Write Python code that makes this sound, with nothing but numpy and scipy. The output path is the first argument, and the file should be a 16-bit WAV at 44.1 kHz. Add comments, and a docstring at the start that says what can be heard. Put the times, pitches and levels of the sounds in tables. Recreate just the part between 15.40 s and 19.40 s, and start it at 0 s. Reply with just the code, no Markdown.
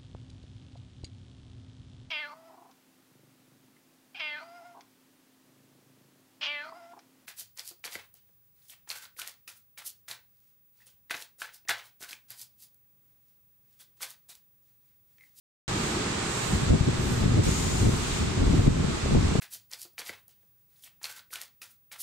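"""A pneumatic heat press vents its cylinder at two seconds, a weakening jet of noise, while the plate lifts.
Fans and machines fill the workshop: shaped noise for the roar, narrow resonances for hum, a wavering drone.
A thin hiss of air swells and fades, with sizzling swells on top and faint whistles of resonant noise.
A draught buffets the microphone: low rumble, gusts and single pressure thumps.
The gain ducks when the sound is loud, as in the strongest gusts; the sound cuts in abruptly after silence."""
import sys
import numpy as np
from scipy import signal
from scipy.fft import rfft, irfft
from scipy.io import wavfile
from scipy.ndimage import uniform_filter1d

SR = 44100
rng = np.random.default_rng(int(sys.argv[2]) if len(sys.argv) > 2 else 0)


def store_wav(level_fs):
    """Save 16-bit WAV to argv[1]."""
    pcm = np.round(np.clip(np.atleast_2d(level_fs), -1, 1) * 32767)
    wavfile.write(sys.argv[1], SR, pcm.T.astype(np.int16))


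N = 176400
T = np.arange(N) / SR
HZ = np.maximum(np.arange(N // 2 + 1) * SR / N, 1)


def from_db(db):
    """Decibels to amplitude gain."""
    return 10 ** (np.asarray(db) / 20)


def rms_one(x):
    """Scale to an RMS level of one over all channels."""
    return x / np.sqrt(np.mean(x ** 2) + 1e-20)


def in_time(rows):
    """Draw a control curve through (time, value) points."""
    return np.interp(T, *np.transpose(rows))


def per_hz(rows):
    """Read a (frequency, value) table at every spectrum bin, on a log-frequency axis."""
    hz, value = np.transpose(rows)
    return np.interp(np.log(HZ), np.log(hz), value)


def coloured(x, spectrum):
    """Filter x by a spectrum in dB, then bring it to unit level."""
    shaped = rfft(x) * from_db(per_hz(spectrum))
    return rms_one(irfft(shaped, N))


def white_stereo():
    """Independent white noise for left and right."""
    return rng.standard_normal((2, N))


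def narrow(hz, width_hz, channels):
    """Noise in a sharp resonance, heard as a wavering tone; width is taken at half amplitude."""
    resonance = 1 / (1 + (2 * (HZ - hz) / width_hz) ** 2)
    noise = rng.standard_normal((channels, N))
    return rms_one(irfft(rfft(noise) * resonance, N))


def drift(corner_hz):
    """Low-passed noise of unit spread, a slow random modulator at half amplitude by the corner."""
    noise = rng.standard_normal(N)
    return rms_one(irfft(rfft(noise) / (1 + (HZ / corner_hz) ** 2), N))


def pan(db):
    """Left and right gains for a level difference; positive leans left."""
    return from_db(np.array([[db], [-db]]) / 2)


def bump(centre_s, spread_s):
    """A smooth Gaussian swell of height one."""
    return np.exp(-.5 * ((T - centre_s) / spread_s) ** 2)


def opening(start_s, end_s):
    """Air flow through an opening: quick rise, hold, then exponential dying away."""
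    attack_s, release_s = 0.0065, 0.09
    rise = np.clip((T - start_s) / attack_s, 0, 1)
    return rise * np.exp(-np.maximum(T - end_s, 0) / release_s)


def workshop():
    """Diffuse roar of fans and machines, most alike between the ears in the bass, with a motor hum."""
    # colour of the roar: (frequency [Hz], relative level per Hz [dB])
    roar_spectrum = [(20, -26), (42, -7), (72, -9), (160, -3.5), (280, -7.5), (400, -6), (540, -11.5),
                     (760, -9.5), (1200, -9.5), (1750, -13.5), (2400, -14), (3000, -16), (3900, -15.5),
                     (5500, -19.5), (7700, -19), (10200, -35.5), (15500, -50)]
    # its loudness: (time [s], level [dB])
    roar_level = [(.3, -31), (.7, -31.5), (1.1, -32.5), (1.6, -34), (2.4, -34), (3.2, -34), (4, -33.5)]
    # left-right correlation: (frequency [Hz], likeness [-1 to 1])
    likeness = [(60, .98), (130, 1), (250, 0.94), (450, 0.18), (700, -0.28), (1200, 0.33), (2200, -0.069),
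                (8000, 0.026)]
    # motor hum tones: (frequency [Hz], level [dB])
    hum_tones = [(119, -43), (376, -47)]
    hum_width_hz = 12.2

    alike = np.clip(per_hz(likeness), -.99, .99)
    mid, side = rfft(white_stereo())
    shared = np.sqrt(1 + alike) * mid
    spread = np.sqrt(1 - alike) * side * [[1], [-1]]
    field = irfft(shared + spread, N)
    roar = coloured(field, roar_spectrum) * from_db(in_time(roar_level)) * pan(db=-1.0)
    hum = sum(from_db(db) * narrow(hz, hum_width_hz, channels=1) for hz, db in hum_tones)
    return roar + hum


def drone():
    """Machines across the workshop: low noise alike in both ears, with a random waver in level."""
    # colour of the drone: (frequency [Hz], relative level per Hz [dB])
    drone_spectrum = [(30, -16), (70, -2), (115, 1), (150, 1.5), (190, 2.5), (260, -1), (400, 0),
                      (500, -13.5), (700, -28), (5000, -80)]
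    # its loudness before the waver: (time [s], level [dB])
    drone_level = [(.28, -39), (.36, -33.5), (.72, -34), (.84, -37.5), (.92, -37.5), (1.15, -38),
                   (4, -44.5)]
    waver_limit_db, waver_corner_hz = 2.5, 15

    waver_db = waver_limit_db * np.tanh(drift(waver_corner_hz))
    tone = coloured(rng.standard_normal(N), drone_spectrum)
    return tone * from_db(in_time(drone_level) + waver_db)


def draught():
    """Lumpy pressure on two ports: big eddies push both alike, small bright ones push them apart."""
    # steady strength of the draught: (time [s], level [dB])
    strength = [(1.0, -46.5), (1.14, -29), (1.4, -29), (1.65, -29), (1.9, -23), (2.18, -30), (2.35, -28),
                (2.5, -27), (2.68, -34), (2.82, -26.5), (2.96, -29), (3.15, -22.5), (3.42, -23), (3.6, -35),
                (3.8, -22), (4, -32.5)]
    # strong gusts: (time [s], level [dB], Gaussian spread [s], extra level of the opposed part [dB])
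    gusts = [(1.306, -18, 0.009, 3), (1.341, -15.5, 0.019, 1.5), (1.485, -18.5, 0.011, 1.5),
             (1.863, -22.5, 0.017, 1), (1.925, -23.5, 0.0069, 0), (1.985, -20, 0.012, 5),
             (2.078, -18.5, .013, 5), (2.427, -21, 0.013, -1), (2.478, -18.5, 0.017, 3),
             (3.016, -19, 0.014, -2), (3.064, -18.5, 0.019, 0), (3.143, -18, 0.015, -6),
             (3.198, -17.5, 0.0098, 1), (3.279, -18, 0.014, 4.5), (3.713, -21, 0.016, 4.5),
             (3.766, -19, .016, 4), (3.959, -24.5, .008, 1), (3.99, -18, 0.0041, 0)]
    # rumble common to both ports: (frequency [Hz], relative level per Hz [dB])
    common_spectrum = [(15, -12), (35, -1), (70, 1), (130, -0.5), (230, -6.5), (370, -16.5), (550, -28.5),
                       (1000, -37.5), (8000, -90)]
    # rumble opposed between the ports: (frequency [Hz], relative level per Hz [dB])
    opposed_spectrum = [(20, -15), (60, -6), (130, 1.5), (250, 0.5), (420, -4.5), (600, -11), (900, -22.5),
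                        (8000, -69)]
    opposed_db, eddy_spread_db, eddy_corner_hz = -7, 2.5, 53

    lumps_db = eddy_spread_db * np.clip(drift(eddy_corner_hz), -2, 2)
    common, opposed = white_stereo() * from_db(lumps_db)
    flow = from_db(in_time(strength))
    deep_gusts = sum(from_db(db) * bump(s, spread) for s, db, spread, _ in gusts)
    bright_gusts = sum(from_db(db + more_db) * bump(s, spread) for s, db, spread, more_db in gusts)
    # gusts add to the flow in power
    deep = np.hypot(flow, deep_gusts)
    bright = np.hypot(flow, bright_gusts)
    rumble = deep * coloured(common, common_spectrum)
    flutter = from_db(opposed_db) * bright * coloured(opposed, opposed_spectrum) * [[1], [-1]]
    return rumble * pan(db=-0.3) + flutter * pan(db=5.5)


def leak():
    """A thin hiss of air, turbulent noise that swells now and then into a sizzle."""
    # colour of the hiss: (frequency [Hz], relative level per Hz [dB])
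    hiss_spectrum = [(1500, -2.5), (3700, -7), (5500, -15), (6800, -2.5), (7900, 0.5), (9000, -8),
                     (10500, -27), (15500, -46)]
    # its loudness: (time [s], level [dB])
    hiss_level = [(.28, -46.5), (.47, -42.5), (.62, -45), (.78, -43), (1.05, -38), (1.25, -44.5),
                  (1.42, -48), (1.72, -46), (1.95, -50), (3.0, -52), (3.2, -46.5), (3.4, -50), (4, -48.5)]
    # swells of the sizzling top: (time [s], level [dB], Gaussian spread [s])
    swells = [(.46, -48, 0.098), (1.06, -45, 0.12), (1.716, -45, 0.088), (2.18, -51, .11), (3.2, -53, 0.1)]
    # colour of the sizzle: (frequency [Hz], relative level per Hz [dB])
    sizzle_spectrum = [(8500, 3), (11000, -4), (12000, -4), (12900, 1.5), (13800, -5), (15500, -26)]

    hiss = coloured(white_stereo(), hiss_spectrum) * from_db(in_time(hiss_level))
    swell = sum(from_db(db) * bump(s, spread) for s, db, spread in swells)
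    sizzle = swell * coloured(white_stereo(), sizzle_spectrum)
    return hiss * pan(db=-11.5) + sizzle * pan(db=-5)


def whistles():
    """Faint edge tones in the escaping air, made of narrow resonant noise."""
    # (start [s], start of decay [s], frequency [Hz], width [Hz], level [dB], left over right [dB])
    edge_tones = [(.36, .46, 6580, 70, -52, -3), (2.07, 2.38, 6900, 900, -42, 8),
                  (2.62, 2.8, 6950, 600, -48, 3)]
    total = np.zeros((2, N))
    for start, end, hz, width, db, side_db in edge_tones:
        tone = narrow(hz, width, channels=2) * opening(start, end)
        total += from_db(db) * tone * pan(db=side_db)
    return total


def thumps():
    """Single eddies on the microphone, each one push and pull of pressure; the shorter, the brighter."""
    # (time [s], peak level [dB], time from centre to peak [s], left over right [dB])
    single_eddies = [(1.137, -19.5, 0.0012, -4), (1.332, -24.5, 0.00057, 14), (1.412, -10.5, 0.0016, 7),
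                     (1.88, -21, 0.0009, -4), (1.973, -17, 0.0008, -1), (2.494, -17.5, 0.0007, 2),
                     (3.28, -4, 0.0012, 3), (3.66, -23.5, 0.00049, 13), (3.71, -19, 0.00062, 3),
                     (3.75, -21.5, 0.00043, 10), (3.774, -10, 0.0011, -1), (3.955, -22.5, 0.00037, -14)]
    total = np.zeros((2, N))
    for s, db, half, side_db in single_eddies:
        # Gaussian slope scaled to a peak of one
        push_pull = (s - T) / half * np.exp(.5) * bump(s, half)
        total += from_db(db) * push_pull * pan(db=side_db)
    return total


def exhaust():
    """The valve opens and the cylinder vents; the jet noise weakens as the pressure falls."""
    # colour of the jet: (frequency [Hz], relative level per Hz [dB])
    jet_spectrum = [(800, -8.5), (2500, -5), (4200, -5.5), (5800, -4.5), (6900, -3), (8100, -1), (9200, -8),
                    (10600, -16), (13200, -18), (15500, -25)]
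    open_s, shut_s = 2.03, 2.79
    opening_db, sag_db_per_s = -35, 9

    jet_db = opening_db - sag_db_per_s * (T - open_s)
    flow = opening(open_s, shut_s) * from_db(jet_db)
    return flow * coloured(white_stereo(), jet_spectrum) * pan(db=-0.5)


def last_puff():
    """The rest of the air leaves in a duller puff of noise as the plate nears the top."""
    # one swell: (time [s], level [dB], Gaussian spread [s])
    puff_swell = (2.73, -38, 0.1)
    # colour of the puff: (frequency [Hz], relative level per Hz [dB])
    puff_spectrum = [(600, -10), (1200, 0), (2200, 1), (3800, 1), (5500, -4), (8000, -1), (10500, -24),
                     (15500, -34)]
    s, db, spread = puff_swell
    return from_db(db) * bump(s, spread) * coloured(white_stereo(), puff_spectrum)


def echoes(x, count):
    """Hard surfaces near the microphone: weak early reflections, different per ear, ripple the spectrum."""
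    nearest_s, farthest_s, echo_db = .002, 0.022, -23
    lags = (rng.uniform(nearest_s, farthest_s, (2, count)) * SR).astype(int)
    reflected = np.zeros((2, N))
    for ear in range(2):
        for lag in lags[ear]:
            reflected[ear] += np.pad(x[ear], (lag, 0))[:N]
    return x + from_db(echo_db) * reflected


def scene():
    """Mix at the microphone: roar, hum and air with echoes; drone, draught and thumps without."""
    air = leak() + whistles() + exhaust() + last_puff()
    return echoes(workshop() + air, count=6) + drone() + draught() + thumps()


def record(dry):
    """The gain ducks under loud sound and recovers; the start cuts in abruptly and the top is cut."""
    start_s, cutoff_hz = .279, 15750
    duck_above_db, duck_db_per_db, recovery_db_per_s = -18, 0.37, 20.5

    power = uniform_filter1d(np.mean(dry ** 2, axis=0), size=256)
    level_db = 10 * np.log10(np.maximum(power, 1e-12))
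    duck_db = duck_db_per_db * np.maximum(level_db - duck_above_db, 0)
    # instant ducking, then recovery along a straight slope in dB
    slope_db = recovery_db_per_s * T
    duck_db = np.maximum.accumulate(duck_db + slope_db) - slope_db
    gain = from_db(-uniform_filter1d(duck_db, size=256))
    out = dry * gain * (T >= start_s)
    low_pass = signal.ellip(12, .1, 80, cutoff_hz, fs=SR, output="sos")
    return signal.sosfilt(low_pass, out)


dry = scene()
out = record(dry)
store_wav(out)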